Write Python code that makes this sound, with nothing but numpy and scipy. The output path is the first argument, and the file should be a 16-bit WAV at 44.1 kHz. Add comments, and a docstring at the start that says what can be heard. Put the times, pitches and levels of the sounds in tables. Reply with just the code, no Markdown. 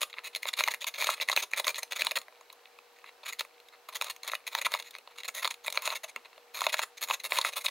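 """Close to the microphone, a raw carrot rasps and snaps over the blades of a plastic slicer on a clear box.
It is pushed back and forth in jerks: each slide tears a run of cells (a rasp), and strips break off or
the carrot jumps onto a blade (a snap). Chance clicks and noise ring the plastic plate's resonances.
Wet strips tick faintly; decaying noise echoes give the short tail of the box and the kitchen.
Behind lie soft air noise, shaped by frequency, and an appliance's faint hum of wandering tones."""
import sys
import numpy as np
from scipy import signal
from scipy.fft import rfft, irfft
from scipy.io import wavfile
from scipy.ndimage import uniform_filter1d, minimum_filter1d

SR = 44100
rng = np.random.default_rng(int(sys.argv[2]) if len(sys.argv) > 2 else 0)


def store_wav(level_fs):
    """Save 16-bit WAV to argv[1]."""
    pcm = np.round(np.clip(np.atleast_2d(level_fs), -1, 1) * 32767)
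    wavfile.write(sys.argv[1], SR, pcm.T.astype(np.int16))


N = 339570

# resonances of the unloaded slicer plate on its box, before the carrot shifts and favours them:
# (frequency [Hz], width [Hz], level [dB])
PLATE_RESONANCES = [(237, 23, -27), (401, 79, -15.5), (598, 146, -5), (771, 97, -9.5), (940, 154, -3.5),
                    (1092, 247, -2.5), (1243, 350, -3), (1692, 250, -8), (1700, 160, -12),
                    (2042, 274, -0.8), (2186, 220, -1.66), (2487, 300, -0.5), (2807, 74, -2.5),
                    (3630, 1190, -6), (3780, 150, -2), (4137, 450, -6), (5240, 520, -24.5),
                    (6627, 637, -11), (8590, 1270, -22), (9720, 1300, -23.5), (10830, 1170, -18),
                    (12100, 690, -20.5), (13950, 650, -45), (14800, 5800, -23.5)]
RING = 4096  # samples in the plate's filter
FREQ = np.maximum(np.fft.rfftfreq(RING, 1 / SR), 1)  # Hz


def undb(db):
    """Decibels to gain."""
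    return 10 ** (np.asarray(db) / 20)


def unit(x):
    """The same sound at rms 1."""
    return x / np.sqrt(np.mean(x ** 2))


def add(out, x, start):
    """Mix x into out from sample start on."""
    first, last = max(start, 0), min(start + len(x), len(out))
    if last > first:
        out[first:last] += x[first - start:last - start]


def colour(x, points):
    """Filter by (frequency [Hz], level [dB]) points joined on a log-frequency axis."""
    hz, db = np.transpose(points)
    freq = np.maximum(np.fft.rfftfreq(len(x), 1 / SR), 1)
    gain = undb(np.interp(np.log(freq), np.log(hz), db))
    return irfft(rfft(x) * gain, len(x))


def walk(rate):
    """Slow chance: random levels, rate a second, joined by lines."""
    at = np.arange(N) / SR * rate
    return np.interp(at, np.arange(N), rng.standard_normal(N))


def appliance_hum():
    """Steady tones whose added random strength and phase widen each spectral line."""
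    # hum and whine: (frequency [Hz], width [Hz], level [dB], unsteadiness [ratio to the steady part])
    hum_lines = [(479, 7, -68, 0.46), (755, 26, -73.5, 1), (2640, 38, -83, 1), (4030, 160, -78.5, 3.3),
                 (11418, 220, -81, 4.2)]
    t = np.arange(N) / SR
    hum = np.zeros(N)
    for hz, width, db, unsteady in hum_lines:
        wander = walk(2 * width) + 1j * walk(2 * width)
        line = np.real((1 + unsteady * wander) * np.exp(2j * np.pi * hz * t))
        hum += undb(db) * unit(line)
    return hum


def kitchen(air_db=-62, hum_side_db=-11):
    """Soft, diffuse air noise with the unsteady hum and whine of an appliance, in left and right."""
    # relative spectrum of the kitchen air: (frequency [Hz], level [dB per Hz])
    air_spectrum = [(20, -28), (60, -17), (160, -40), (235, -15), (320, -11.5), (420, -2.5), (600, -2),
                    (950, -2), (2000, -7.5), (3300, -10.5), (4200, -11.5), (7700, -19), (12500, -23),
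                    (16000, -18.5)]
    # its width: (frequency [Hz], side minus mid [dB])
    air_width = [(100, -9), (550, -10), (1100, -7), (2500, -6.5), (4000, -6.5), (5800, -2), (8000, -6),
                 (15000, -6)]
    air_mid = unit(colour(rng.standard_normal(N), air_spectrum))
    air_side = unit(colour(rng.standard_normal(N), air_spectrum))
    sides = np.array([[1], [-1]])  # left, right
    waver_db = .5 * walk(4)
    air = undb(air_db + waver_db) * (air_mid + colour(air_side, air_width) * sides)
    return air + appliance_hum() + undb(hum_side_db) * appliance_hum() * sides


def plate(body_db, bite_db, crisp_db, contact, travel_s,
          contact_db=2.5, thud_db=-41.5, deep_share=0.92, load=0.023):
    """The plate's answer to one tiny break; the carrot's place and weight favour and shift its resonances."""
    power = undb(thud_db) ** 2 / (1 + (25 / FREQ) ** 2)
    for (free_hz, width, db), share, shift in zip(PLATE_RESONANCES, contact, contact[::-1]):
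        hz = free_hz * np.exp(load * shift)
        detuning = (FREQ - hz ** 2 / FREQ) / width
        power = power + undb(db + contact_db * share) ** 2 / (1 + detuning ** 2) ** 2
    middle = (FREQ > 1700) & (FREQ < 4600)  # the band that sets the level
    gain = np.sqrt(power / np.mean(power * middle))
    # a heavy push flexes the plate and adds body; a clean cut adds bite and crispness
    tilt_hz = [200, 700, 950, 1250, 1850, 2600, 3400, 4400, 6000]
    tilt_db = [0, deep_share * body_db, body_db, body_db, 0, 0, bite_db, bite_db, crisp_db]
    gain = gain * undb(np.interp(FREQ, tilt_hz, tilt_db))
    # a struck body rings only after the blow: minimum phase
    cepstrum = irfft(np.log(gain + 1e-9))
    cepstrum[1:RING // 2] *= 2
    cepstrum[RING // 2 + 1:] = 0
    # bending waves are slower at low pitch (travel_s holds at 1 kHz), so each click is a tiny falling chirp
    bending = 4 * np.pi * travel_s * np.sqrt(1000 * FREQ)
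    return irfft(np.exp(rfft(cepstrum) - 1j * bending))[:RING // 2]


def clicks(per_s, spread_db):
    """Randomly timed clicks, many small and a few large, at rms 1."""
    sizes = undb(spread_db * np.minimum(rng.exponential(size=N), 4))
    happens = rng.random(N) < per_s / SR
    return unit(happens * rng.choice([-1, 1], N) * sizes)


def rasps(cells_per_s=5000, spread_db=5.0, juice_db=-11, judder_db=2, bite_share=0.25,
          fibres_per_s=110, fibre_db=-7):
    """Slides burst unequal cells and a few tough fibres, over the smooth hiss of wet flesh on plastic."""
    # jerks of the carrot over the blades: (start [s], length [s], level [dB],
    # body near 1 kHz [dB], crispness above 5 kHz [dB])
    jerks = [(0.005, 0.03, -35.5, -3.5, 7.5), (0.094, 0.01, -49, -9, -1), (0.132, 0.018, -58, 1, -10.0),
             (0.161, 0.036, -51, 0, -5), (0.234, 0.045, -41.5, -4.5, 5.5), (0.327, 0.0088, -46.5, -8, 2.5),
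             (0.357, 0.0061, -28, -11, 4), (0.417, 0.034, -51, -11, 4.5), (0.463, 0.028, -36.5, -6, 4),
             (0.53, 0.0043, -32, -6.5, 4), (0.564, 0.049, -37, -6, 4.5), (0.586, 0.016, -32, -8, 3),
             (0.606, 0.06, -53, -5, 7), (0.649, 0.078, -47, -8, -1), (0.704, 0.013, -34, -5, 9),
             (0.74, 0.008, -46, -6, 8), (0.804, 0.028, -42.5, -9, 5), (0.864, 0.021, -31.5, -9, 5.5),
             (0.936, 0.028, -42, -7, 1.5), (0.973, 0.073, -32, -4, 4.5), (1.045, 0.097, -37.5, -3, 6),
             (1.096, 0.0081, -42, -1, 14), (1.16, 0.029, -49.5, -1, 2), (1.205, 0.021, -27, -6, 2),
             (1.274, 0.062, -42, -1, 6.5), (1.354, 0.052, -36.5, -4, 6.5), (1.42, 0.017, -36, -2.5, 10.5),
             (1.507, 0.01, -50, -2, 7), (1.524, 0.028, -45.5, -4, -6), (1.559, 0.043, -35.5, -0.5, 7.5),
             (1.639, 0.012, -39.5, -3, 3), (1.658, 0.047, -35, -1, 7), (1.746, 0.024, -41.5, -9, 4.5),
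             (1.777, 0.013, -37.5, 3, 12), (1.819, 0.014, -43.5, -5, 3), (1.905, 0.026, -39.5, -2, 2),
             (1.953, 0.02, -38, -2, 6), (1.985, 0.031, -33.5, -5.5, 5.5), (2.023, 0.05, -42, -1, 4),
             (2.076, 0.044, -52, -1, 6.5), (2.154, 0.017, -25.5, -11, 1.5), (2.957, 0.0087, -55, -10, -3),
             (3.046, 0.046, -51, -7, -6), (3.23, 0.0066, -46, 3, -5), (3.249, 0.053, -42.5, -1.5, 5),
             (3.282, 0.0053, -42, -2, 9), (3.321, 0.012, -38.5, -8, 5.5), (3.385, 0.03, -39.5, -5.5, 4),
             (3.719, 0.028, -54, -1, -7), (3.885, 0.01, -43, 5.5, 4.5), (3.92, 0.014, -49.5, 5.5, 5),
             (3.944, 0.023, -39, -4, 8.5), (3.997, 0.083, -48.5, -3, 6), (4.053, 0.052, -51.5, 5.5, 1),
             (4.095, 0.012, -34.5, -8, 7.5), (4.228, 0.032, -50, 3, 5), (4.265, 0.026, -40, -5, 1.5),
             (4.305, 0.049, -45.5, -7, 6.5), (4.465, 0.015, -35.5, -7.5, 6), (4.507, 0.084, -45, -1.5, 4.5),
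             (4.585, 0.0083, -40, -3, 4), (4.61, 0.013, -38.5, 3, 5), (4.647, 0.013, -25, -13, -2),
             (4.699, 0.073, -43.5, -6, 2.5), (4.785, 0.019, -46, -12, 4), (4.835, 0.052, -53, -10, 3),
             (4.929, 0.036, -50, -8, 0), (5.102, 0.014, -58, 2, -1), (5.157, 0.0065, -56.5, 5, 7),
             (5.173, 0.035, -45.5, -0.5, 5), (5.243, 0.0072, -31.5, -12, 3.5),
             (5.278, 0.0072, -34.5, -3.5, 8), (5.339, 0.065, -40.5, -7, 4.5),
             (5.414, 0.047, -37, -1.5, 2.5), (5.503, 0.011, -33, -3.5, 7.5), (5.635, 0.017, -51, 8, 11),
             (5.659, 0.016, -37.5, -8.5, 7.5), (5.727, 0.033, -47.5, -2, 3.5), (5.737, 0.056, -52.5, 3, 7),
             (5.811, 0.099, -44, 0.5, 7), (5.845, 0.019, -39, -8, 9.5), (5.913, 0.022, -38.5, 4.5, -1),
             (5.948, 0.018, -34, -6.5, 5), (6.032, 0.011, -37, 2, 7), (6.077, 0.02, -47.5, -4, 7),
             (6.164, 0.012, -56, 6, -8), (6.244, 0.016, -47, -2.5, -7), (6.535, 0.039, -41.5, -4, 7),
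             (6.568, 0.089, -44.5, 1, 9.5), (6.685, 0.013, -33.5, -15, 3.5), (6.721, 0.02, -31.5, -7, 5),
             (6.763, 0.036, -39, -12, 3), (6.813, 0.025, -36.5, -1.5, 6), (6.968, 0.015, -46, -4, 7),
             (7.008, 0.035, -38, -4.5, 9), (7.069, 0.072, -42.5, 0.5, 8.5), (7.131, 0.015, -35.5, -9, 5.5),
             (7.195, 0.0064, -36, -13, 1), (7.233, 0.03, -37, -3, 9.5), (7.289, 0.084, -44, -0.5, 11),
             (7.328, 0.1, -45, 1, 6), (7.365, 0.015, -33, -17, -2), (7.438, 0.053, -36.5, 0.5, 6),
             (7.52, 0.019, -43, -7, 5.5), (7.555, 0.031, -38, 1.5, 10), (7.603, 0.018, -46, -7, 12.5),
             (7.638, 0.021, -39, 3, 12), (7.68, 0.0041, -33.5, 2, 4.5)]
    # a slide gathers speed over a fixed time plus a share of its length, holds, then sticks
    attack_s, attack_share, release_s = .003, .25, .005
    attack_curve = 0.9  # above 1 the slide would creep before it gathers speed
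    cells = clicks(cells_per_s, spread_db)
    fibres = undb(fibre_db) * clicks(fibres_per_s, spread_db=3.0)
    juice = undb(juice_db) * rng.standard_normal(N)
    judder = undb(judder_db * walk(350))  # the blades catch and let go
    tearing = unit((cells + fibres + juice) * judder)
    contacts = rng.standard_normal((len(jerks), len(PLATE_RESONANCES)))
    out = np.zeros(N)
    for (start_s, length, db, body_db, crisp_db), contact in zip(jerks, contacts):
        end_s = start_s + length + 6 * release_s
        i = np.arange(max(int(start_s * SR), 0), min(int(end_s * SR), N))
        t = i / SR - start_s
        gathering = np.clip(t / (attack_s + attack_share * length), 0, 1) ** attack_curve
        speed = gathering * np.exp(-np.maximum(t - length, 0) / release_s)
        ring = plate(body_db, bite_share * crisp_db, crisp_db, contact, travel_s=0.00054)
        add(out, undb(db) * signal.fftconvolve(speed * tearing[i], ring), i[0])
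    return out


def shreds(level_db=-70, count=4):
    """Wet strips shift and settle with faint ticks at a few places on the plastic."""
    out = np.zeros(N)
    for contact in rng.standard_normal((count, len(PLATE_RESONANCES))):
        ring = plate(body_db=-5.5, bite_db=-2, crisp_db=-17.5, contact=2 * contact, travel_s=0.000464)
        out += signal.fftconvolve(clicks(per_s=28, spread_db=3.5), ring)[:N]
    return undb(level_db) * unit(out)


def snaps(crumble_s=0.00077, doubling_db=13, creak_s=0.0026, creak_db=-18, release_s=.0004):
    """A strip creaks, cracks, gives way at once and crumbles on, longer in crisp breaks than dull knocks."""
    # breaks and jumps, from loud snaps to faint ticks in the pauses:
    # (time [s], level over one millisecond, before the plate [dB],
    # body near 1 kHz [dB], bite near 4 kHz [dB], crispness above 5 kHz [dB])
    breaks = [(0.0311, -22.5, 3.5, 5.5, 4), (0.129, -32, -16, -2, -16), (0.1398, -36, 0, 0, -18),
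              (0.184, -28, -10, -6, -23), (0.1902, -32.5, 0, 0.5, -9), (0.3495, -22, -15, -2, -1.5),
              (0.4306, -27, -10, 3.5, 5), (0.4546, -27, 1.5, -0.5, -6), (0.487, -30, -4, 15, 6.5),
              (0.5371, -27.5, -14, 11, 0), (0.5905, -25.5, -13, 0, -8), (0.6067, -18, 1, -3, -6),
              (0.6377, -17, -5, 4.5, -0.5), (0.6761, -24.5, 11, 4, 3), (0.6832, -18, 4.5, 1, 1),
              (0.738, -24, -5, -7, 2), (0.7439, -23.5, -13, -14, 2), (0.8235, -33, -10, 8, -6),
              (0.843, -28, -2.5, 6.5, 6), (0.94, -31.5, -23, 4, -7), (1.023, -18, -2, -14, -9),
              (1.0696, -18.5, -1, 0, 1), (1.0894, -15, 6, -15, -15), (1.179, -37, -2, -4, -9),
              (1.1998, -26, -5.5, -9, -10), (1.2869, -18, -7, -2, 0), (1.2974, -15, -1.5, -14, -2),
              (1.3157, -34.5, 1, 18, 13), (1.3277, -29, 8.5, 9, 2), (1.3635, -15.5, -5, 1, 1),
              (1.3737, -9.5, -0.5, -12, -8), (1.5346, -15, -12.5, -11, -10.5), (1.598, -19, 0.5, -1, -4),
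              (1.644, -31, -12, 9.5, -10), (1.6684, -18.5, -2, -7, 4), (1.6795, -12, -2.5, 3, -2),
              (1.7441, -34, -4, 6, 1), (1.831, -27.5, -4, 3, 9.5), (1.9315, -35.5, 4, 10.5, -1),
              (2.0086, -30, -22, 11, -1), (2.0194, -15, -10, 1, -3), (2.0477, -33, 2, 6, 14),
              (2.0681, -17.5, 0.5, 4.5, 0.5), (2.1106, -23, -12, 2, -1), (2.1164, -23, -3, -2, 3),
              (2.176, -30, 1, -12, -1), (2.186, -43.5, -2, 14, 20.5), (2.2155, -41.5, 0, 7, 6),
              (2.2823, -38, 6, -9, -12), (2.3244, -52.5, 12, -4, -15), (2.41, -53, 10, 7, 6),
              (2.501, -44, -0.5, 7, 1), (2.5272, -61.5, 19, 17, 28), (2.6562, -41, -12, -4.5, -8),
              (2.7878, -43, 5, -5, -3), (2.987, -38.5, -20, -17, -11), (3.0421, -38, 12, -11, -8),
              (3.089, -45, -1, -14, -6), (3.394, -30, -6, 9, 10), (3.4078, -19.5, 3, -4, -1),
              (3.4493, -40, -3, -14, 0), (3.601, -50, -8, 5, 3), (3.6856, -48.5, -10, 5, 6),
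              (3.956, -30, -9, -5, 3), (4.0125, -19, -3, -4, -0.5), (4.021, -25, 6, 2, 6),
              (4.0436, -33, -4, 7, 10), (4.163, -39, -16, -4, 2), (4.2326, -35, -14, 2, 6.5),
              (4.277, -37.5, 8, 10, 17.5), (4.2972, -30.5, -4, -1, -19), (4.3172, -31, 0.5, 4, 4),
              (4.3342, -21.5, 6.5, -14, -15), (4.3517, -25.5, -7, 3.5, 1), (4.5502, -17, 3.5, 0, -2.5),
              (4.5864, -27, -5, 3, -10), (4.615, -24, -17, -2, 4.5), (4.622, -30, -11, -5, -1),
              (4.6651, -24, 10.5, -2, 5), (4.7185, -35, 8, 5, 13), (4.739, -16, 5.5, 3, -3),
              (4.7481, -28, 10, 5, -1), (4.799, -38, 5, 11.5, 10), (4.8245, -42, -6, 9, 10),
              (4.9084, -46.5, -13, 10, 13), (4.951, -27, -5, -7, -14), (4.9847, -41.5, 4, 3, 7),
              (5.0747, -40.5, 6.5, -3, -8), (5.2338, -31.5, -14, 0, -1), (5.2893, -28, 1, -11, -6),
              (5.3493, -35, -9, 2, 11.5), (5.446, -17, 0, 0.5, -4), (5.4529, -18.5, -1, 6, -12),
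              (5.4753, -26.5, 0, 2.5, 5), (5.5103, -20.5, -8, -16, -10), (5.5412, -37.5, -7, 4, 4),
              (5.6456, -43.5, 2, 10.5, 2), (5.68, -22, -3, -2.5, -2), (5.7015, -37, -4, 6, 14),
              (5.7246, -33, 2.5, 7, 14), (5.7738, -14.5, -2.5, 1, -6.5), (5.8215, -28, -15, -4, 4),
              (5.8755, -22, 5.5, 0.5, 2.5), (5.9028, -28, -3, 7, -9), (6.1613, -21.5, -8.5, -9, -9.5),
              (6.3296, -49.5, 2, 6, -13), (6.3786, -40, -0.5, -3, -10), (6.607, -25, -9, 4, 4.5),
              (6.6169, -28.5, 13, 4, 5), (6.64, -23.5, -20, -3, -3), (6.6663, -17.5, 8, 4, -0.5),
              (6.731, -33, -18, -5, 3), (6.7418, -18.5, 8.5, 1, -1), (6.7921, -19, 7.5, -1.5, -1),
              (7.1003, -26, 8.5, -3, -13), (7.1091, -16.5, 6.5, -6, -6), (7.3207, -17, 2, -3, -10.5),
              (7.386, -18.5, 2.5, 2.5, 6), (7.4135, -29.5, -2, 14.5, 11.5), (7.4482, -15, -2.5, -3, -7),
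              (7.66, -34.5, -7, 18.5, 15.5), (7.6644, -14.5, -19, -2, -9)]
    t = np.arange(RING // 8) / SR
    contacts = rng.standard_normal((len(breaks), len(PLATE_RESONANCES)))
    crumbs = rng.standard_normal((len(breaks), len(t)))
    gives_way = np.arange(len(t)) == int(release_s * SR)  # one sharp impulse
    out = np.zeros(N)
    for (time_s, db, body_db, bite_db, crisp_db), contact, crumb in zip(breaks, contacts, crumbs):
        # doubling_db of crispness doubles the crumbling time, at most
        decay_s = crumble_s * 2 ** min(crisp_db / doubling_db, 1)
        crumbling = crumb * t * np.exp(-t / decay_s)
        crumbling = crumbling / np.linalg.norm(crumbling)
        creak = crumb * np.exp(-t[::-1] / creak_s)  # swells up to the crack
        creak = undb(creak_db) * creak / np.linalg.norm(creak)
        force = np.concatenate([creak, crumbling + gives_way])
        force = force / np.linalg.norm(force) * np.sqrt(SR / 1000)  # energy of rms 1 over 1 ms
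        ring = plate(body_db, bite_db, crisp_db, contact, travel_s=0.001155)
        start = int((time_s - release_s) * SR) - len(t)
        add(out, undb(db) * signal.fftconvolve(force, ring), start)
    return out


def reflections(t60_s, gap_s, tone):
    """Dense echoes that start after gap_s and die away, with total energy 1."""
    t = np.arange(SR // 2) / SR
    decay = np.exp(-np.log(1000) * t / t60_s)
    echoes = colour(rng.standard_normal(len(t)), tone) * decay * (t > gap_s)
    return echoes / np.linalg.norm(echoes)


def space(x, room_side_db=-31, box_db=-13, room_db=-18, side_db=-20.0):
    """The box answers at once, the kitchen more slowly; only a little differs between left and right."""
    box = reflections(t60_s=0.045, gap_s=0.0011,
                      tone=[(300, 4.0), (2500, 0.1), (8000, 3.7), (16000, 0.8)])
    room = reflections(t60_s=0.18, gap_s=0.013,
                       tone=[(300, 6), (1200, 1), (2200, -2.0), (4000, -3.0), (5500, 4.0),
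                             (6700, -3.0), (8000, 5.5), (16000, -0.5)])
    across_tone = [(250, 3), (550, -9), (1000, -6), (2200, -7), (3800, -1), (5200, 9.0),
                   (7500, 6), (10500, 4.5), (13000, 6.5), (16000, 0)]
    far = reflections(t60_s=0.31, gap_s=0.006, tone=[(300, -3), (1200, -12), (4000, -2), (12000, 5.5)])
    mid = x + signal.fftconvolve(x, undb(box_db) * box + undb(room_db) * room)[:N]
    side = undb(room_side_db) * signal.fftconvolve(x, far)[:N]
    # the left-right difference changes as the carrot travels along the plate
    place = walk(9.8) * np.pi / 2
    for share in (np.cos(place), np.sin(place)):
        across = reflections(t60_s=0.029, gap_s=0.00026, tone=across_tone)
        side += undb(side_db) * signal.fftconvolve(x * share, across)[:N]
    return np.array([mid + side, mid - side])


def scene():
    """The slicer on the worktop, in the kitchen."""
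    return space(rasps() + snaps() + shreds()) + kitchen()


def record(dry, ceiling_db=-11, top_hz=15750):
    """A fast limiter holds down the sharpest snaps, and the recorder cuts the top."""
    peak = np.abs(dry).max(axis=0)  # both channels share one gain
    allowed = np.minimum(1, undb(ceiling_db) / (peak + 1e-9))
    gain = uniform_filter1d(minimum_filter1d(allowed, size=45), size=45)  # about 1 ms
    low_pass = signal.ellip(10, .2, 70, top_hz, fs=SR, output="sos")
    return signal.sosfilt(low_pass, dry * gain)


dry = scene()
out = record(dry)
store_wav(out)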